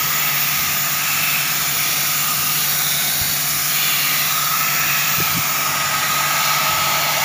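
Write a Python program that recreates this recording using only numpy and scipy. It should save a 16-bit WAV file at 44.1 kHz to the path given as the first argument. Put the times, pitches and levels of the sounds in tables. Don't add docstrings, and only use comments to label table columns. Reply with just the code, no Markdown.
import sys
import numpy as np
from scipy import signal
from scipy.fft import rfft, irfft
from scipy.io import wavfile
from scipy.ndimage import uniform_filter1d

SR = 44100
rng = np.random.default_rng(int(sys.argv[2]) if len(sys.argv) > 2 else 0)


def volts(x):
    e = np.asarray(x, float) / 20
    return 10 ** e


def generate_wav(sig):
    pcm = np.round(np.clip(np.atleast_2d(sig).T, -1, 1) * 32767).astype(np.int16)
    wavfile.write(sys.argv[1], SR, pcm)


N = 319284


def evened(x):
    return x / np.sqrt(np.mean(x ** 2) + 1e-20)


def played(table):
    start_s, *columns = np.transpose(table)
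    return [np.interp(np.arange(N) / SR, start_s, column) for column in columns]


def coloured(gains):
    return evened(irfft(rfft(rng.standard_normal(N)) * gains, N))


def hiss(points):
    hz, db = np.transpose(points)
    log_hz = np.log(np.fft.rfftfreq(N, 1 / SR) + 1)
    return coloured(volts(np.interp(log_hz, np.log(hz), db, left=-120, right=-120)))


def sung(modes):
    f = np.fft.rfftfreq(N, 1 / SR)
    power = 0
    for pitch_hz, width_hz, level_db in modes:
        gain = volts(level_db) / (1 + (2 * (f - pitch_hz) / width_hz) ** 2)
        power = power + gain ** 2
    return coloured(np.sqrt(power))


def resonate(x, pitch_hz, width_hz):
    turn = np.exp(2j * np.pi * np.cumsum(pitch_hz * np.ones(N)) / SR)
    r = np.exp(-np.pi * width_hz / SR)
    return 2 * (turn * signal.lfilter([1 - r], [1, -r], x / turn)).real


def wander(per_s):
    hop = 256
    hold = np.exp(-2 * np.pi * per_s * hop / SR)
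    steps = signal.lfilter([1], [1, -hold], rng.standard_normal(N // hop + 2))
    return np.interp(np.arange(N) / hop, np.arange(len(steps)), evened(steps))


# start_s, square_aim_db, open_length_db, main_pipe_hz
AIM = [(0, -29, -38, 1266), (.3, -33, -38, 1267), (.75, -32, -40, 1233), (1.2, -31.5, -38, 1288),
       (1.6, -34, -38, 1280), (1.95, -34.5, -38.5, 1250), (2.25, -30.5, -40.5, 1240),
       (2.68, -34.5, -39, 1230), (3.05, -42, -37, 1296), (3.6, -34, -43.5, 1250), (4.2, -31.5, -39, 1250),
       (4.55, -25.5, -38, 1284), (4.78, -31.5, -35, 1308), (5.4, -29.5, -35, 1280), (5.75, -27, -31, 1262),
       (6.0, -29.5, -31.5, 1251), (6.7, -25.5, -28.5, 1277), (7.24, -30.5, -26.5, 1277)]
# start_s, edge_strike_db, clear_sight_db (past the worker), fan_pressure_db
NOZZLE = [(0.0, -26.5, -35.5, -26), (0.4, -26, -34, -24), (0.97, -27, -32, -27), (1.01, -25.5, -32, -28),
          (1.27, -26, -29.5, -25.5), (1.41, -25, -29, -25), (1.43, -26.5, -31, -27),
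          (2.22, -27.5, -27.5, -26), (3.63, -28, -27.5, -27.5), (3.79, -25.5, -28.5, -25),
          (4.09, -25.5, -28.5, -25), (4.38, -27.5, -30.5, -27), (4.86, -24.5, -32.5, -23.5),
          (5.34, -26.5, -31.5, -22.5), (5.79, -25, -33, -26), (6.63, -25, -34.5, -28.5),
          (7.22, -25, -37.5, -27.5), (7.24, -20, -36, -27)]


def controls():
    rest_db = np.array([[-30, -33, -27, -30, -26]]).T
    return np.array(played(AIM)[:2] + played(NOZZLE)) - rest_db


# pitch_hz, level_db_per_hz
EDGES = [(1200, -36), (1600, -4), (1900, -0.5), (2300, 3.5), (2750, -1), (3050, -7.5), (3500, -48)]
# pitch_hz, level_db_per_hz
UPPER = [(2800, -44), (3200, -0.5), (3450, 0), (4000, 0), (4600, 0), (4950, -9), (5400, -34)]


def roar():
    aim, opening, strike, sight, fan = controls()
    edges_db = -28.5 + 1.07 * strike
    upper_db = -29 + 0.1 * strike + 0.83 * sight + 0.53 * opening
    lurch_db = 1.13 * wander(per_s=0.83)
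    return volts(edges_db) * hiss(EDGES) + volts(upper_db + lurch_db) * hiss(UPPER)


# pitch_hz, level_db_per_hz
BODY = [(120, -39), (200, -11), (472, -15), (720, -9), (986, -11.5), (1240, -7.5), (1400, -3.5),
        (1770, -7.5), (2230, -17.5), (3140, -6), (3450, -9), (4860, -11.5), (5200, -4.5), (6760, -50),
        (11400, -120)]
# pitch_hz, level_db_per_hz
SPLASH = [(2760, -12), (4700, -8.5), (4970, -13.5), (5620, 1.5), (6220, -3.5), (6800, 1.5), (7350, -3),
          (8050, -16), (8600, -11), (11200, -24), (18900, -120)]
# pitch_hz, level_db_per_hz
MIST = [(7900, -60), (8200, -33), (8800, 1), (10000, 4.5), (11000, 7.5), (12500, 3), (13800, 4),
        (14500, -7), (15500, -30)]
# pitch_hz, level_db_per_hz
FIZZ = [(7350, -57), (12500, -4.5), (13500, -14), (14200, 2), (14620, 4.5), (15100, 4), (15500, 2),
        (15900, -7)]
# start_s, pitch_hz, depth_0_to_1
CANCEL = [
    (4.3, 9850, .0),
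    (4.7, 10800, 0.2),
    (5.2, 12100, 0.46),
    (5.6, 13100, 0.7),
    (6.0, 14300, 0.36),
    (6.4, 15200, 0.1),
    (6.8, 15400, 0.1),
]


def spray():
    aim, opening, strike, sight, fan = controls()
    sputter = volts(0.5 * wander(per_s=12))
    mist = volts(-29 + 0.78 * sight) * hiss(MIST)
    fizz = volts(-23.5 + 1.1 * fan) * sputter * hiss(FIZZ)
    fine = mist + fizz
    notch_hz, depth = played(CANCEL)
    fine = fine - np.clip(depth, 0, .52) * resonate(fine, notch_hz, width_hz=3200)
    body = volts(-28 + .15 * opening) * hiss(BODY)
    splash = volts(-26 + 0.11 * sight + 0.37 * wander(per_s=8)) * hiss(SPLASH)
    return body + splash + fine


# start_s, length_s, middle_hz, level_db
RIDGES = [(0, .45, 2250, 4), (0, .95, 2000, 5), (.1, .7, 2650, 4), (.6, .45, 3150, -5), (0, 1.5, 1680, 3),
          (1., .55, 2640, 9), (1., .5, 2380, 4), (1.55, .6, 3480, 4), (1.75, .9, 2830, 4),
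          (1.75, .7, 1750, -5), (2.6, 1.15, 2680, -6), (1.9, 1.8, 3230, -5), (2.8, .35, 3700, 6),
          (2.7, .7, 1500, 4), (3.1, .45, 4420, 4), (3.75, .57, 2830, 8), (3.7, .75, 4100, 6),
          (3.75, .3, 3500, 6), (3.7, .5, 2330, 6), (4.05, .27, 2020, 7), (4.3, .75, 3020, -7),
          (4.62, .68, 2550, 7), (4.6, .6, 2000, 5), (4.35, 1.1, 1700, 5), (4.9, .9, 3650, -3),
          (5.4, .6, 4150, -5), (5.6, .7, 1950, 6), (5.8, .75, 1615, 6), (6.3, 1., 2740, 3),
          (6.2, 1.2, 2220, 3)]
# start_s, detour_m
DETOUR = [(0, .3), (1.1, .292), (3.65, .29), (4.4, .318), (5.2, .347), (5.7, .36), (7.24, .355)]


def patchy(x, wide_db, fine_db):
    hz, t, z = signal.stft(x, SR, nperseg=1024, noverlap=768)
    wide, fine = rng.standard_normal((2, len(t), len(hz)))
    wide = evened(uniform_filter1d(uniform_filter1d(wide, size=40, axis=0), size=8, axis=1))
    fine = evened(uniform_filter1d(uniform_filter1d(fine, size=50, axis=0), size=2, axis=1))
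    field_db = wide_db * wide + fine_db * fine
    when_s, detour_m = np.transpose(DETOUR)
    detour_now_m = np.interp(t, when_s, detour_m)[:, None]
    low = slice(0, 128)
    for start_s, length_s, middle_hz, level_db in RIDGES:
        progress = np.clip((t[:, None] - start_s) / length_s, 0, 1)
        swell = np.sin(np.pi * progress).clip(0) ** .33
        centre_hz = middle_hz * np.interp(start_s + length_s / 2, when_s, detour_m) / detour_now_m
        ridge = np.exp(-.5 * ((hz[low] / centre_hz - 1) / .036) ** 2)
        field_db[:, low] += level_db * swell * ridge
    return signal.istft(z * volts(field_db).T, SR, nperseg=1024, noverlap=768)[1][:N]


# pitch_hz, width_hz, level_db
LOW_PIPES = [(647, 81, 0.5), (754, 42, -0.5), (865, 136, 2.5)]
# pitch_hz, width_hz, level_db
SIDE_PIPE = [(1159, 175, 0)]


def pipes():
    aim, opening, strike = controls()[:3]
    main_hz, width_hz = played(AIM)[2], 70
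    main = resonate(rng.standard_normal(N), main_hz, width_hz)
    main = evened(resonate(main, main_hz, width_hz))
    power = uniform_filter1d(main ** 2, size=600)
    main = evened(main / (power + .05) ** .14)
    flicker_db = 1.5 * wander(per_s=9)
    low = volts(-36.5 + 1.46 * opening + .2 * aim) * sung(LOW_PIPES)
    side = volts(-36.5 + 0.8 * aim + 0.93 * strike) * sung(SIDE_PIPE)
    return low + side + volts(-29.5 + 1.51 * aim + flicker_db) * main


# start_s (peak), level_db, length_s
GUSTS = [(0.0, -46, 0.089), (.67, -44, 0.14), (1.01, -53, 0.045), (1.176, -45, 0.052), (1.68, -49, .15),
         (2.0, -56, 0.1), (2.22, -54, .04), (2.44, -47, .05), (2.78, -48, .1), (3.02, -54, .05),
         (3.25, -45, 0.068), (3.55, -43, 0.045), (4.87, -42, 0.046), (5.06, -55, .04), (5.2, -44, 0.04),
         (5.35, -41, .06), (5.716, -47, .06), (5.85, -52, 0.027), (5.98, -44, .12), (6.46, -53, .06),
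         (6.76, -39, 0.056), (6.93, -43, .08), (7.18, -49, 0.036)]
# pitch_hz, level_db_per_hz
GUST = [(20, -30), (40, -20), (60, -5.5), (90, 3.5), (130, -0.5), (220, -13.5), (350, -6.5), (500, -43)]
# start_s (peak), level_db, pitch_hz, length_s
PUFFS = [
    (3.2172, -22, 88, .008),
    (3.297, -31, 110, .006),
    (5.187, -22.5, 150, .006),
    (5.2037, -17.5, 370, .0028),
    (5.2105, -24, 130, .006),
    (5.2225, -22, 150, .006),
    (5.352, -22, 140, .006),
    (5.370, -16.5, 165, .006),
    (5.378, -23, 270, .006),
    (5.392, -22, 110, .006),
]


def air():
    now, t = np.arange(N) / SR, np.arange(-2000, 2000) / SR
    push = volts(-59)
    for start_s, level_db, length_s in GUSTS:
        push = push + volts(level_db) * np.exp(-.5 * ((now - start_s) / length_s) ** 2)
    out = push * hiss(GUST)
    for start_s, level_db, pitch_hz, length_s in PUFFS:
        side_s = np.where(t < 0, .55 * length_s, length_s)
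        swing = np.exp(-.5 * (t / side_s) ** 2)
        out[round(start_s * SR) - 2000:][:4000] += volts(level_db) * swing * np.cos(2 * np.pi * pitch_hz * t)
    return out


# shaft_multiple, level_db (rms)
PUMP = [(2, -70), (3, -38), (4, -52), (5, -55)]
# shaft_multiple, level_db (rms)
FAN = [(3, -48), (3.6, -47), (6, -52), (9, -62), (10, -63), (15, -47.5), (16, -46), (17, -50), (18, -54),
       (19, -55), (24, -53)]
# pitch_hz, level_db_per_hz
RUMBLE = [(15, -63), (25, -28), (86, -10.5), (117, -12), (145, -2), (167, -2.5), (216, -3.5), (320, -19),
          (420, -42), (700, -120)]


def motors():
    t = np.arange(N) / SR
    out = volts(-44) * hiss(RUMBLE)
    for shaft_hz, orders in ((48.88, PUMP), (45.45, FAN)):
        for multiple, level_db in orders:
            peak = volts(level_db + 3 + .9 * wander(per_s=1.5))
            out += peak * np.sin(2 * np.pi * (multiple * shaft_hz * t + rng.random()))
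    return out


# count, lowest_hz, highest_hz, width_hz, level_db
SPLIT_KINDS = [(26, 4100, 13600, 1700, -32), (10, 10, 250, 200, -59)]


def splits():
    size = 2048
    out, f = np.zeros(N + size), np.fft.rfftfreq(size, 1 / SR)
    for count, lowest_hz, highest_hz, width_hz, level_db in SPLIT_KINDS:
        for when, where, strength in rng.random((count, 3)):
            low_hz = lowest_hz + where * (highest_hz - lowest_hz)
            band = (f > low_hz) * (f < low_hz + width_hz)
            burst = evened(irfft(rfft(rng.standard_normal(size)) * band, size))
            level = volts(level_db + 3.5 * (2 * strength - 1))
            out[int(when * N):][:size] += level * burst * signal.windows.gaussian(size, 330)
    return out[1024:N + 1024]


def scene():
    jet = patchy(roar() + spray(), wide_db=.9, fine_db=1.5)
    mono = jet + pipes() + air() + motors()
    return np.array([mono, mono])


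def top_cut(x):
    return signal.sosfilt(signal.butter(12, 16850, fs=SR, output="sos"), x)


def record(dry):
    edge_hz = 15490
    mix = dry + np.outer([1, -1], splits())
    lowpass = signal.firwin(2047, edge_hz, window=("kaiser", 10), fs=SR)
    mix = signal.oaconvolve(mix, lowpass[None], "same")
    return top_cut(mix)


dry = scene()
out = record(dry)
generate_wav(out)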